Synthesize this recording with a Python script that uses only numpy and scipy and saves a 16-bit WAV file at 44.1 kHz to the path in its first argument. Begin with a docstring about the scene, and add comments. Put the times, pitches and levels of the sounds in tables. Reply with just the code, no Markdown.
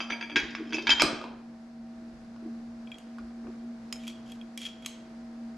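"""A heavy metal mold and its clamp clink together in a garage workshop and land on a wooden bench;
later a small mold is pried apart in the hands with ticks and a short scrape.
Each contact is a noise crack plus fading ring tones; the bench is resonances that boom and thud.
A motor hums in wavering tones, a fan hisses as filtered noise, and bare walls echo for about half a second."""
import sys
import numpy as np
from scipy import signal
from scipy.fft import rfft, irfft, next_fast_len
from scipy.io import wavfile
from scipy.ndimage import uniform_filter1d, map_coordinates

SR = 44100
rng = np.random.default_rng(int(sys.argv[2]) if len(sys.argv) > 2 else 0)


def generate_wav(signal):
    """Clip the signal to [-1, 1] and save it as 16-bit WAV at the path in sys.argv[1]."""
    frames = np.transpose(np.atleast_2d(signal))
    scaled = np.clip(frames, -1, 1) * 32767
    pcm = np.round(scaled).astype(np.int16)
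    wavfile.write(sys.argv[1], SR, pcm)


N = 245637  # length in samples

# Ring pitches of each part of the big mold and its clamp. Each entry: pitch in Hz.
MOLD_HZ = [940, 2220, 2290, 2330, 2374, 2470, 2767, 3245, 3300, 3343]
BAR_HZ = [4745, 5975, 6345, 6455, 9835, 11590, 12500, 14160]
CLAMP_HZ = [3072, 3152, 3638, 3854, 4011, 4124]
SPRING_HZ = [5218, 6277, 6939, 12040]
LID_HZ = [1400, 1625, 1669, 1716, 1810, 1870]
JAW_HZ = [2536, 2595]
# How those pitches ring, in the same order. Each row: relative level in dB, time to fall by 60 dB in seconds.
MOLD_RING = [(-6.5, 0.1193), (-8.5, 0.12), (2.5, 0.12), (-12, 0.04), (-2.5, 0.14), (-10, 0.18), (-12.5, .1),
             (-6.5, 0.15), (-1.5, 0.064), (-7, 0.11)]
BAR_RING = [(3, 0.26), (-3.5, 0.17), (-14, .15), (-13, .15), (-23, .25), (-35, .15), (-35.5, .12),
            (-47, .2)]
CLAMP_RING = [(-12, .1), (4, 0.2), (-4.5, .12), (-19.5, .12), (-15, 0.077), (-14, .09)]
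SPRING_RING = [(3.5, 0.081), (-20, .15), (-9.5, 0.083), (-39.5, .15)]
LID_RING = [(-3, 0.072), (-0.5, 0.1), (-0.5, 0.0878), (-11.5, 0.04), (-11.5, 0.1), (-24.5, 0.029)]
JAW_RING = [(0, 0.057), (6.5, 0.09)]
BIG_MOLD = {"mold": (MOLD_HZ, MOLD_RING), "bar": (BAR_HZ, BAR_RING), "clamp": (CLAMP_HZ, CLAMP_RING),
            "spring": (SPRING_HZ, SPRING_RING), "lid": (LID_HZ, LID_RING), "jaw": (JAW_HZ, JAW_RING)}

# Ring pitches of the small mold's edge. Each entry: pitch in Hz.
EDGE_HZ = [3190, 3275, 7100, 10000, 11600, 12600]
# How the edge rings. Each row: relative level in dB, time to fall by 60 dB in seconds.
EDGE_RING = [(-12, 0.021), (1, 0.051), (-26.5, 0.06), (-21.5, 0.018), (-31, 0.027), (-37, .02)]

# Colour of the big mold's cracks and sliding grit. Each row: frequency in Hz, relative level in dB.
DULL_COLOUR = [(290, -54), (500, -14.5), (1670, -3.5), (2920, -10), (3190, -5), (5340, -17), (7220, -24.5),
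               (8580, -55), (11800, -47), (15400, -90.5)]


def amp(db):
    """Turn decibels into a plain multiplier."""
    return 10 ** (np.asarray(db) / 20)


def unit(x):
    """Scale a signal to an average (rms) level of 1."""
    return x / np.sqrt(np.mean(x ** 2) + 1e-20)


def along(points, hz):
    """Read a curve of (Hz, value) points, with pitch on a log axis."""
    f, v = np.transpose(points)
    return np.interp(np.log(hz + 1), np.log(f + 1), v)


def curves(rows):
    """One value per sample for each column after the time in seconds."""
    s, *cols = np.transpose(rows)
    return [np.interp(np.arange(N) / SR, s, c) for c in cols]


def within(rows, fade):
    """1 during the span of a curve, with soft ends of fade samples."""
    t = np.arange(N) / SR
    inside = 1. * (t > rows[0][0]) * (t < rows[-1][0])
    return uniform_filter1d(inside, fade)


def wobble(rate):
    """A smooth random curve with rate random points a second."""
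    points = rng.standard_normal(int(N * rate / SR) + 4)
    return map_coordinates(points, [np.arange(N) * rate / SR])


def filtered(x, response):
    """Multiply the spectrum of x by a response of frequency."""
    m = next_fast_len(N + SR // 2)
    return irfft(rfft(x, m) * response(np.fft.rfftfreq(m, 1 / SR)), m)[..., :N]


def resonances(modes):
    """Response of a body that resonates at each (Hz, width in Hz, dB), with alternating signs."""
    def response(f):
        return sum((-1) ** k * amp(db) * 1j * f * width / (hz * hz - f * f + 1j * f * width)
                   for k, (hz, width, db) in enumerate(modes))
    return response


def struck(events, pieces, colour, crack_t60, rise_s):
    """Each contact cracks and rings the touched pieces, the others more softly; grips then change the ring.

    Returns three rows: left, right, and what goes to the walls."""
    # How strongly each piece rings, added to the contact's ring level.
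    # Each entry: dB when touched, dB when only shaken by its neighbours.
    answer = {"mold": (-0.34, -12.5), "bar": (-7, -15), "clamp": (-2.2, -20), "spring": (-2.2, -25),
              "lid": (0.3, -15.5), "jaw": (-0.3, -12), "face": (-4, -12), "edge": (0.25, -14),
              "pin": (0.31, -60), "plate": (-0.27, -29), "block": (0.3, -8.5)}
    # A hand or the bench takes hold of whatever is ringing.
    # Each row: time in seconds, level change in dB (negative damps).
    grips = [(.098, 3), (.205, -15), (.355, -1), (0.404, -40), (.80, -6), (.762, -8), (.866, -6),
             (.885, -8), (0.939, -45), (1.02, -39), (2.935, -11), (2.99, -6), (4.0, -19.5), (4.13, -2),
             (4.422, -1), (4.606, -8), (4.693, -26), (4.866, -14.5)]
    grip_s = 0.011  # time a grip takes
    aim_db, scatter_db = 2.2, 1.5  # random spread of a mode: between left and right, and in strength
    flutter, flutter_per_s = 0.54, 100  # loose pieces rattle: depth and rate of the changes
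    ring_echo_db = -9  # rings reach the walls more weakly than cracks
    lead = 400  # samples of room for the crack's filter ahead of the contact

    out, t = np.zeros((3, N + SR)), np.arange(SR // 3) / SR
    hz = np.concatenate([pitches for pitches, modes in pieces.values()])
    level, t60 = np.concatenate([modes for pitches, modes in pieces.values()]).T
    owner = [name for name, (pitches, modes) in pieces.items() for _ in pitches]
    rings = amp(-60 * t / t60[:, None]) * np.exp(2j * np.pi * hz[:, None] * t)
    # overlapping triangles join the random flutter values; flutter starts from nothing
    knots = np.maximum(1 - abs(t * flutter_per_s - np.arange(40)[:, None]), 0)
    knots = knots * np.minimum(t * flutter_per_s, 1)
    grid = np.fft.rfftfreq(len(t), 1 / SR)
    rise = np.sin(np.pi / 2 * np.minimum(t / rise_s, 1)) ** 2

    for s, crack_db, bright_db, ring_db, touched in events:
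        strength = [answer[name][name not in touched] for name in owner]
        scatter = scatter_db * rng.standard_normal(len(hz))
        aim = aim_db * rng.standard_normal(len(hz)) * [[1], [-1]]  # each mode radiates more to one side
        size, phase = flutter * rng.standard_normal((2, len(hz), len(knots))) @ knots
        fluttering = (1 + size) * rings.imag + phase * rings.real
        ring = amp(level + strength + scatter + aim + ring_db) @ fluttering
        ring = np.vstack([ring, amp(ring_echo_db) * ring[0]])
        held_db = sum(change * np.clip((s + t - at) / grip_s, 0, 1) for at, change in grips if at > s)

        tilt_db = bright_db * np.log2(np.maximum(grid, 500) / 3000)
        shape = amp(along(colour, grid) + tilt_db)
        burst = np.roll(rng.standard_normal(len(t)) * rise * amp(-60 * t / crack_t60), lead)
        crack = irfft(rfft(burst) * unit(shape), len(t))

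        start = round(s * SR)
        out[:, lead + start:][:, :len(t)] += ring * rise * amp(held_db)
        out[:, start:][:, :len(t)] += amp(crack_db) * crack
    return out[:, lead:N + lead]


def big_mold_clinks():
    """The parts of the big mold and clamp hit each other: dull cracks and long metal rings."""
    # Contacts of the big mold. Each row: time in seconds, relative crack level in dB,
    # brightness in dB per octave, relative ring level in dB, pieces touched.
    contacts = [(0.0034, -29, -5.5, -38, "mold bar clamp jaw"), (0.0114, -34, -9, -57, "mold lid jaw"),
                (0.1, -30.5, -4, -40.5, "bar clamp"), (0.1037, -25.5, -2.5, -40, "mold bar clamp lid"),
                (0.1214, -60, 7, -32.5, "mold"), (0.1277, -34, -19.5, -45, "mold lid jaw"),
                (0.2104, -30, -1.5, -43, "mold bar lid jaw"), (0.2257, -41.5, -10, -37, "mold lid"),
                (0.297, -36, -5.5, -40, "mold"), (0.3164, -55, 0.5, -48.5, "mold lid jaw"),
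                (0.3579, -21.5, 2, -26, "mold lid"), (0.3616, -20.5, -2.5, -28.5, "mold lid jaw"),
                (0.3661, -16.5, -0.5, -31.5, "spring lid jaw"), (0.3824, -40.5, -17.5, -31.5, "bar"),
                (0.3994, -39, -5, -38, "bar lid jaw"), (0.4318, -45.5, -3, -48, "bar clamp lid"),
                (0.5056, -47, 8, -53, "mold bar spring jaw"),
                (0.5498, -28, -1, -46.5, "mold spring lid jaw"), (0.5808, -55, 0.5, -58, "mold clamp jaw"),
                (0.6533, -47, -3, -62, "mold clamp lid jaw"), (0.6714, -48, -0.5, -61, "clamp spring"),
                (0.6925, -51.5, -3, -59, "bar spring lid jaw"), (0.7054, -41.5, -1.5, -56, "bar clamp lid"),
                (0.724, -29, -5.5, -42.5, "mold bar"), (0.7312, -34.5, 3.5, -35, "mold bar jaw"),
                (0.7431, -35, 5.5, -33, "spring jaw"), (0.7508, -38.5, -14, -46, "mold clamp"),
                (0.7678, -34.5, 1, -38.5, "jaw"), (0.7832, -32.5, -8, -35.5, "jaw"),
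                (0.7902, -38.5, 0.5, -43.5, "mold clamp jaw"), (0.8222, -38.5, 9, -50, "clamp spring"),
                (0.8692, -21.5, 2, -26.5, "mold clamp lid"),
                (0.8925, -15.5, -3, -25.5, "mold spring lid jaw"), (0.9034, -15, 3, -16, "clamp"),
                (0.9154, -30.5, -0.5, -25.5, "clamp spring lid"), (0.9243, -24.5, 2, -32, "mold clamp"),
                (0.983, -36, -3.5, -37.5, "clamp"), (0.9966, -18, -1, -28, "clamp spring jaw"),
                (1.0048, -27.5, 5.5, -24.5, "mold spring")]
    return struck(contacts, BIG_MOLD, DULL_COLOUR, crack_t60=0.024, rise_s=0.0015)


def knocks():
    """Pieces are set down or knocked: sharp cracks with short-lived plate and block rings."""
    # Contacts of the plate and block. Each row: time in seconds, relative crack level in dB,
    # brightness in dB per octave, relative ring level in dB, pieces touched.
    contacts = [(1.0191, -7.5, -1.5, -13.5, "plate block"), (1.0277, -24, -1, -28, "plate block"),
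                (1.0379, -25, -1.5, -35, "plate"), (1.2132, -33.5, -5.5, -36.5, "block"),
                (1.2396, -30, -6, -52, "block"), (2.3616, -46.5, -6, -49.5, "block"),
                (3.1837, -47, -0.5, -39, "block"), (3.4395, -56, -10, -49, "block"),
                (3.4687, -37, -11.5, -50, "block")]
    # Ring pitches of the plate and the block. Each entry: pitch in Hz.
    plate_hz = [2374, 3177, 4977, 7500, 12040]
    block_hz = [1150, 1230, 1430]
    # How they ring. Each row: relative level in dB, time to fall by 60 dB in seconds.
    plate_ring = [(-1, 0.19), (-10, .04), (0, 0.18), (-8.5, 0.023), (-29.5, .05)]
    block_ring = [(-7, 0.046), (-1.5, 0.026), (-6.5, 0.039)]
    # Colour of a sharp crack. Each row: frequency in Hz, relative level in dB.
    sharp_colour = [(180, -30), (300, -8.5), (1440, -3), (1970, -17.5), (2400, -2.5), (2780, -6),
                    (4950, -8), (5560, -12), (12300, -27), (15400, -63)]
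    pieces = {"plate": (plate_hz, plate_ring), "block": (block_hz, block_ring)}
    return struck(contacts, pieces, sharp_colour, crack_t60=0.021, rise_s=0.0014)


def small_mold_ticks():
    """The small mold is pried apart: brittle cracks and brief rings of its light parts."""
    # Contacts of the small mold. Each row: time in seconds, relative crack level in dB,
    # brightness in dB per octave, relative ring level in dB, pieces touched.
    contacts = [(2.8726, -58, -8, -49, "face edge"), (2.9168, -43, -5, -38.5, "face edge"),
                (2.9427, -49, -5.2, -45, "edge"), (2.9549, -52, -5, -59, "edge"),
                (2.9836, -43, 2.5, -62, "edge"), (3.0014, -59.5, -5, -56.5, "edge"),
                (3.9255, -25.5, 2.5, -35, "pin"), (3.9574, -48, -5, -45, "pin"),
                (4.0027, -56, -7.5, -55, "edge"), (4.0357, -48, 2, -46.5, "face"),
                (4.0691, -44, 3, -45, "face edge"), (4.0778, -32, 2, -40, "edge"),
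                (4.0986, -49, -8, -48.5, "face edge"), (4.3189, -45, 7, -45, "edge"),
                (4.4127, -52, -10.5, -44, "edge"), (4.5753, -30, 4.5, -36, "edge"),
                (4.6165, -38.5, 3, -36.5, "edge"), (4.6306, -49, -2, -43.5, "edge"),
                (4.641, -44, -3, -49, "face"), (4.6525, -38, 0.5, -32.5, "edge"),
                (4.6646, -44, 1, -35, "edge"), (4.6749, -47, -7, -58, "face edge"),
                (4.6868, -50, 4, -47, "face edge"), (4.8236, -46.5, -2, -50, "edge"),
                (4.8474, -43, -3, -43, "edge"), (4.8604, -23.5, 2.5, -42, "face edge")]
    # Ring pitches of the face and the pin. Each entry: pitch in Hz.
    face_hz = [2350, 2520]
    pin_hz = [5082, 5210, 6810, 9685]
    # How they ring. Each row: relative level in dB, time to fall by 60 dB in seconds.
    face_ring = [(-1, 0.078), (3, 0.039)]
    pin_ring = [(5.5, 0.038), (-8.5, 0.15), (-8, .07), (-20, .06)]
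    # Colour of a brittle crack. Each row: frequency in Hz, relative level in dB.
    brittle_colour = [(590, -40), (1000, -3.5), (3110, 2), (4540, -7), (7860, -6.5), (9120, -13.5),
                      (12300, -17), (14600, -47), (15400, -60)]
    pieces = {"face": (face_hz, face_ring), "edge": (EDGE_HZ, EDGE_RING), "pin": (pin_hz, pin_ring)}
    return struck(contacts, pieces, brittle_colour, crack_t60=0.016, rise_s=0.0012)


def scrape(strokes, parts, grit, blur, grit_db):
    """Rough faces slide: uneven grains of force excite the damped modes of the pieces and add grit."""
    grains = rng.standard_normal(N) * amp(3 * wobble(250))
    # a larger blur widens each resonance, so the pieces ring less
    modes = sorted((hz, blur / t60, db) for pitches, rings in parts for hz, (db, t60) in zip(pitches, rings))
    body = unit(filtered(grains, resonances(modes)))
    rasp = unit(filtered(grains, lambda hz: amp(along(grit, hz))))
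    loudness = sum(amp(curves(rows)[0]) * within(rows, 600) for rows in strokes)
    return (body + amp(grit_db) * rasp) * loudness


def big_mold_slide():
    """The big mold slides: grains of force shake all its parts."""
    # Strength of the sliding. Each row: time in seconds, relative level in dB.
    slide = [(0.0, -43), (0.152, -78), (0.358, -76), (0.56, -69), (0.78, -65.5), (0.824, -63.5),
             (0.908, -44), (0.956, -54.5), (1.05, -61.5)]
    return scrape([slide], BIG_MOLD.values(), DULL_COLOUR, blur=4, grit_db=-7)


def small_mold_rub():
    """The halves of the small mold rub: grains of force shake its edge."""
    # One list per stroke of rubbing. Each row: time in seconds, relative level in dB.
    strokes = [
        [(3.99, -61), (4.064, -61), (4.08, -47), (4.104, -54.5), (4.14, -74)],
        [(4.26, -67), (4.322, -56.5), (4.336, -71), (4.36, -61)],
        [(4.58, -49), (4.594, -54.5), (4.664, -43.5), (4.7, -67)],
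        [(4.815, -71), (4.853, -61), (4.863, -42), (4.87, -45)],
    ]
    # Colour of the rubbing. Each row: frequency in Hz, relative level in dB.
    grit_colour = [(880, -54), (1500, -22), (2670, -7.5), (3370, -5.5), (3720, -13.5), (7150, -14),
                   (12000, -55), (15400, -91)]
    return scrape(strokes, [(EDGE_HZ, EDGE_RING)], grit_colour, blur=6.3, grit_db=0.0)


def thud(modes, push_s):
    """The answer of a body to one smooth push, peak 1; a larger push_s is a softer landing."""
    u = np.arange(N) / SR / push_s
    sound = filtered(u * np.exp(-u), resonances(modes))[:SR // 2]
    return sound / np.abs(sound).max()


def bench():
    """Landings ring the wooden top and the floor; shifting weight makes the top boom."""
    # Weight landing on the bench. Each row: time in seconds, peak of the top in dB, peak of the floor in dB.
    landings = [(0.106, -35, -55), (0.362, -24.5, -52), (0.429, -29.5, -45.5), (0.731, -37, -53),
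                (0.886, -28.5, -46), (0.93, -36, -43), (1.026, -24, -41), (1.039, -18.5, -42),
                (1.126, -28, -59), (1.244, -42, -62), (2.13, -51, -48.5), (2.423, -37.5, -59),
                (3.199, -42.5, -50.5), (3.237, -58, -49), (3.445, -40, -50), (3.479, -36, -52)]
    # The bench top boomed by shifting weight. Each row: time of the peak in seconds, pitch in Hz, tone peak in dB.
    booms = [(0.012, 325, -43), (0.125, 305, -41), (0.228, 330, -46), (0.32, 310, -45.5), (0.369, 295, -30),
             (0.446, 336, -39.5), (0.52, 295, -47), (0.608, 320, -32.5), (0.67, 300, -41),
             (0.746, 317, -27), (0.791, 330, -34.5), (0.845, 325, -39), (0.915, 295, -36.5),
             (0.98, 320, -44.5), (1.038, 308, -21.5), (1.09, 300, -34.5), (1.14, 305, -34.5),
             (1.25, 310, -46.5), (2.465, 317, -35.5), (3.452, 306, -49), (3.491, 350, -42.5)]
    # Resonances of the wooden top. 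Each row: frequency in Hz, width in Hz, relative level in dB.
    top_modes = [(130, 42, -15), (191, 74, -12.5), (275, 24, 5.5), (360, 40, 6.5), (434, 31, 3),
                 (665, 92, -16.5), (1000, 250, -18.5)]
    # The floor under the bench. Each row: frequency in Hz, width in Hz, relative level in dB.
    floor_modes = [(60, 18, 2.5)]
    swell_db_per_s, fade_db_per_s = 603, 450  # how fast a boom grows and dies

    out, t = np.zeros(N + SR), np.arange(N) / SR
    top, floor = thud(top_modes, push_s=0.0015), thud(floor_modes, push_s=0.003)
    for s, top_db, floor_db in landings:
        out[round(s * SR):][:len(top)] += amp(top_db) * top + amp(floor_db) * floor

    # noise in the bench modes, under each boom
    grumble = amp(-8.5) * unit(filtered(rng.standard_normal(N), resonances(top_modes)))
    for s, hz, db in booms:
        near = t[max(round((s - .1) * SR), 0):round((s + .15) * SR)]
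        swell = np.minimum(swell_db_per_s * (near - s), fade_db_per_s * (s - near))
        first = round(near[0] * SR)
        span = slice(first, first + len(near))
        tone = np.sin(2 * np.pi * (hz * near + rng.random()))
        out[span] += amp(db + swell) * (tone + grumble[span])
    return out[:N]


def walls(x, apart, hop=SR // 8):
    """Each frequency of the echo dies at its own speed; moving pieces meet a new echo pattern every moment."""
    # How long the echo lasts. Each row: frequency in Hz, time to fall by 60 dB in seconds.
    echo_times = [(200, 0.98), (1000, 0.69), (3000, 0.56), (7000, .42), (13000, 0.17)]
    delay = 200  # samples before the echo starts
    out, x = np.zeros((2, N + 3 * SR)), np.pad(x, (hop, 2 * hop))
    for start in range(0, N + hop, hop):
        # more of the separate noises makes the two sides less alike
        shared, left, right = rng.standard_normal((3, SR * 3 // 4))
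        hz, t, z = signal.stft([shared + apart * left, shared + apart * right], SR, nperseg=256)
        fade = amp(-60 * t / along(echo_times, hz)[:, None])
        tail = signal.istft(z * fade, SR, nperseg=256)[1]
        moment = x[None, start:start + 2 * hop] * np.hanning(2 * hop)
        wet = signal.fftconvolve(moment, tail / np.linalg.norm(tail[0]), axes=1)
        out[:, start + delay:start + delay + wet.shape[1]] += wet
    return out[:, hop:N + hop]


def motor():
    """A main tone that wavers in level and phase, with a few thin tones of fixed pitch."""
    # Drift of the main tone. Each row: time in seconds, rms level in dB before the waver.
    hum_level = [(0.0, -44.5), (0.12, -43), (0.37, -46.5), (0.4, -51.5), (0.49, -43.5), (1.33, -45.5),
                 (2.09, -43), (2.2, -47.5), (2.5, -41), (2.9, -43.5), (2.99, -51), (3.05, -44),
                 (3.72, -40.5), (3.77, -45.5), (3.97, -41), (4.98, -47.5), (5.49, -42), (5.57, -43)]
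    # Thin motor tones. Each row: pitch in Hz, rms level in dB before the waver.
    whines = [(646.0, -61.5), (764.4, -67.5)]
    hum_hz, waver_db, waver_rad = 232.7, 1.6, 0.6
    db, = curves(hum_level)
    t = np.arange(N) / SR
    tone = amp(db + waver_db * wobble(14)) * np.sin(2 * np.pi * hum_hz * t + waver_rad * wobble(11))
    whine = sum(amp(level + 2 * wobble(8)) * np.sin(2 * np.pi * hz * t + wobble(4)) for hz, level in whines)
    return np.sqrt(2) * (tone + whine)  # a sine of rms 1 has a peak of root 2


def rush(spectrum):
    """Stereo noise of rms 1, partly alike in both channels."""
    # How alike the channels are. Each row: frequency in Hz, left-right likeness (1 is identical).
    likeness = [(60, 0.94), (180, 0.91), (550, 0.8), (1650, 0.28), (4970, 0.25), (15000, 0.4)]

    def split(hz):
        turn = np.arccos(np.clip(along(likeness, hz), -1, 1)) / 2
        return amp(along(spectrum, hz)) * [np.cos(turn), np.sin(turn)]
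    mid, side = filtered(rng.standard_normal((2, N)), split)
    return unit(np.array([mid + side, mid - side]))


def fan():
    """Moving air as coloured noise, with a lumpy rumble under it."""
    # Loudness of the air. Each row: time in seconds, rms level in dB before a slight waver.
    air_level = [(1.5, -58), (3.1, -55), (5.57, -55.5)]
    # Colour of the air. Each row: frequency in Hz, relative level in dB.
    air_colour = [(160, -29), (270, -2), (354, 0), (372, -12), (472, -5), (609, -11.5), (662, -8.5),
                  (721, -6.5), (785, -11), (1260, -13.5), (1570, -13.5), (3200, -25.5), (4800, -22),
                  (10300, -39), (15400, -59)]
    # Colour of the rumble. Each row: frequency in Hz, relative level in dB.
    rumble_colour = [(12, -48), (20, -20.5), (38, -23.5), (64, -15.5), (86, -31.5), (119, -17),
                     (171, -18.5), (198, -19), (210, -10.5), (270, -28), (460, -120)]
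    db, = curves(air_level)
    air = amp(db + .6 * wobble(7.7)) * rush(air_colour)
    rumble = amp(-59 + 2 * wobble(5.4)) * rush(rumble_colour)
    return air + rumble


def scene():
    """Mix the metal, the bench, their echo, the motor and the fan."""
    clinks, knocking, ticks = big_mold_clinks(), knocks(), small_mold_ticks()
    sliding = big_mold_slide() + small_mold_rub()
    wood = bench()
    to_walls = amp(-4.0) * (clinks + knocking)[2] + amp(-7) * (ticks[2] + sliding) + amp(-13) * wood
    echo = walls(to_walls, apart=0.53)
    metal = (clinks + knocking + ticks)[:2] + sliding
    placed = metal * amp([[-.4], [.4]])  # slightly to the right
    return placed + wood + echo + motor() + fan()


def record(dry):
    """Cut everything from 15600 Hz up."""
    return filtered(dry, lambda hz: hz < 15600)


dry = scene()
out = record(dry)
generate_wav(out)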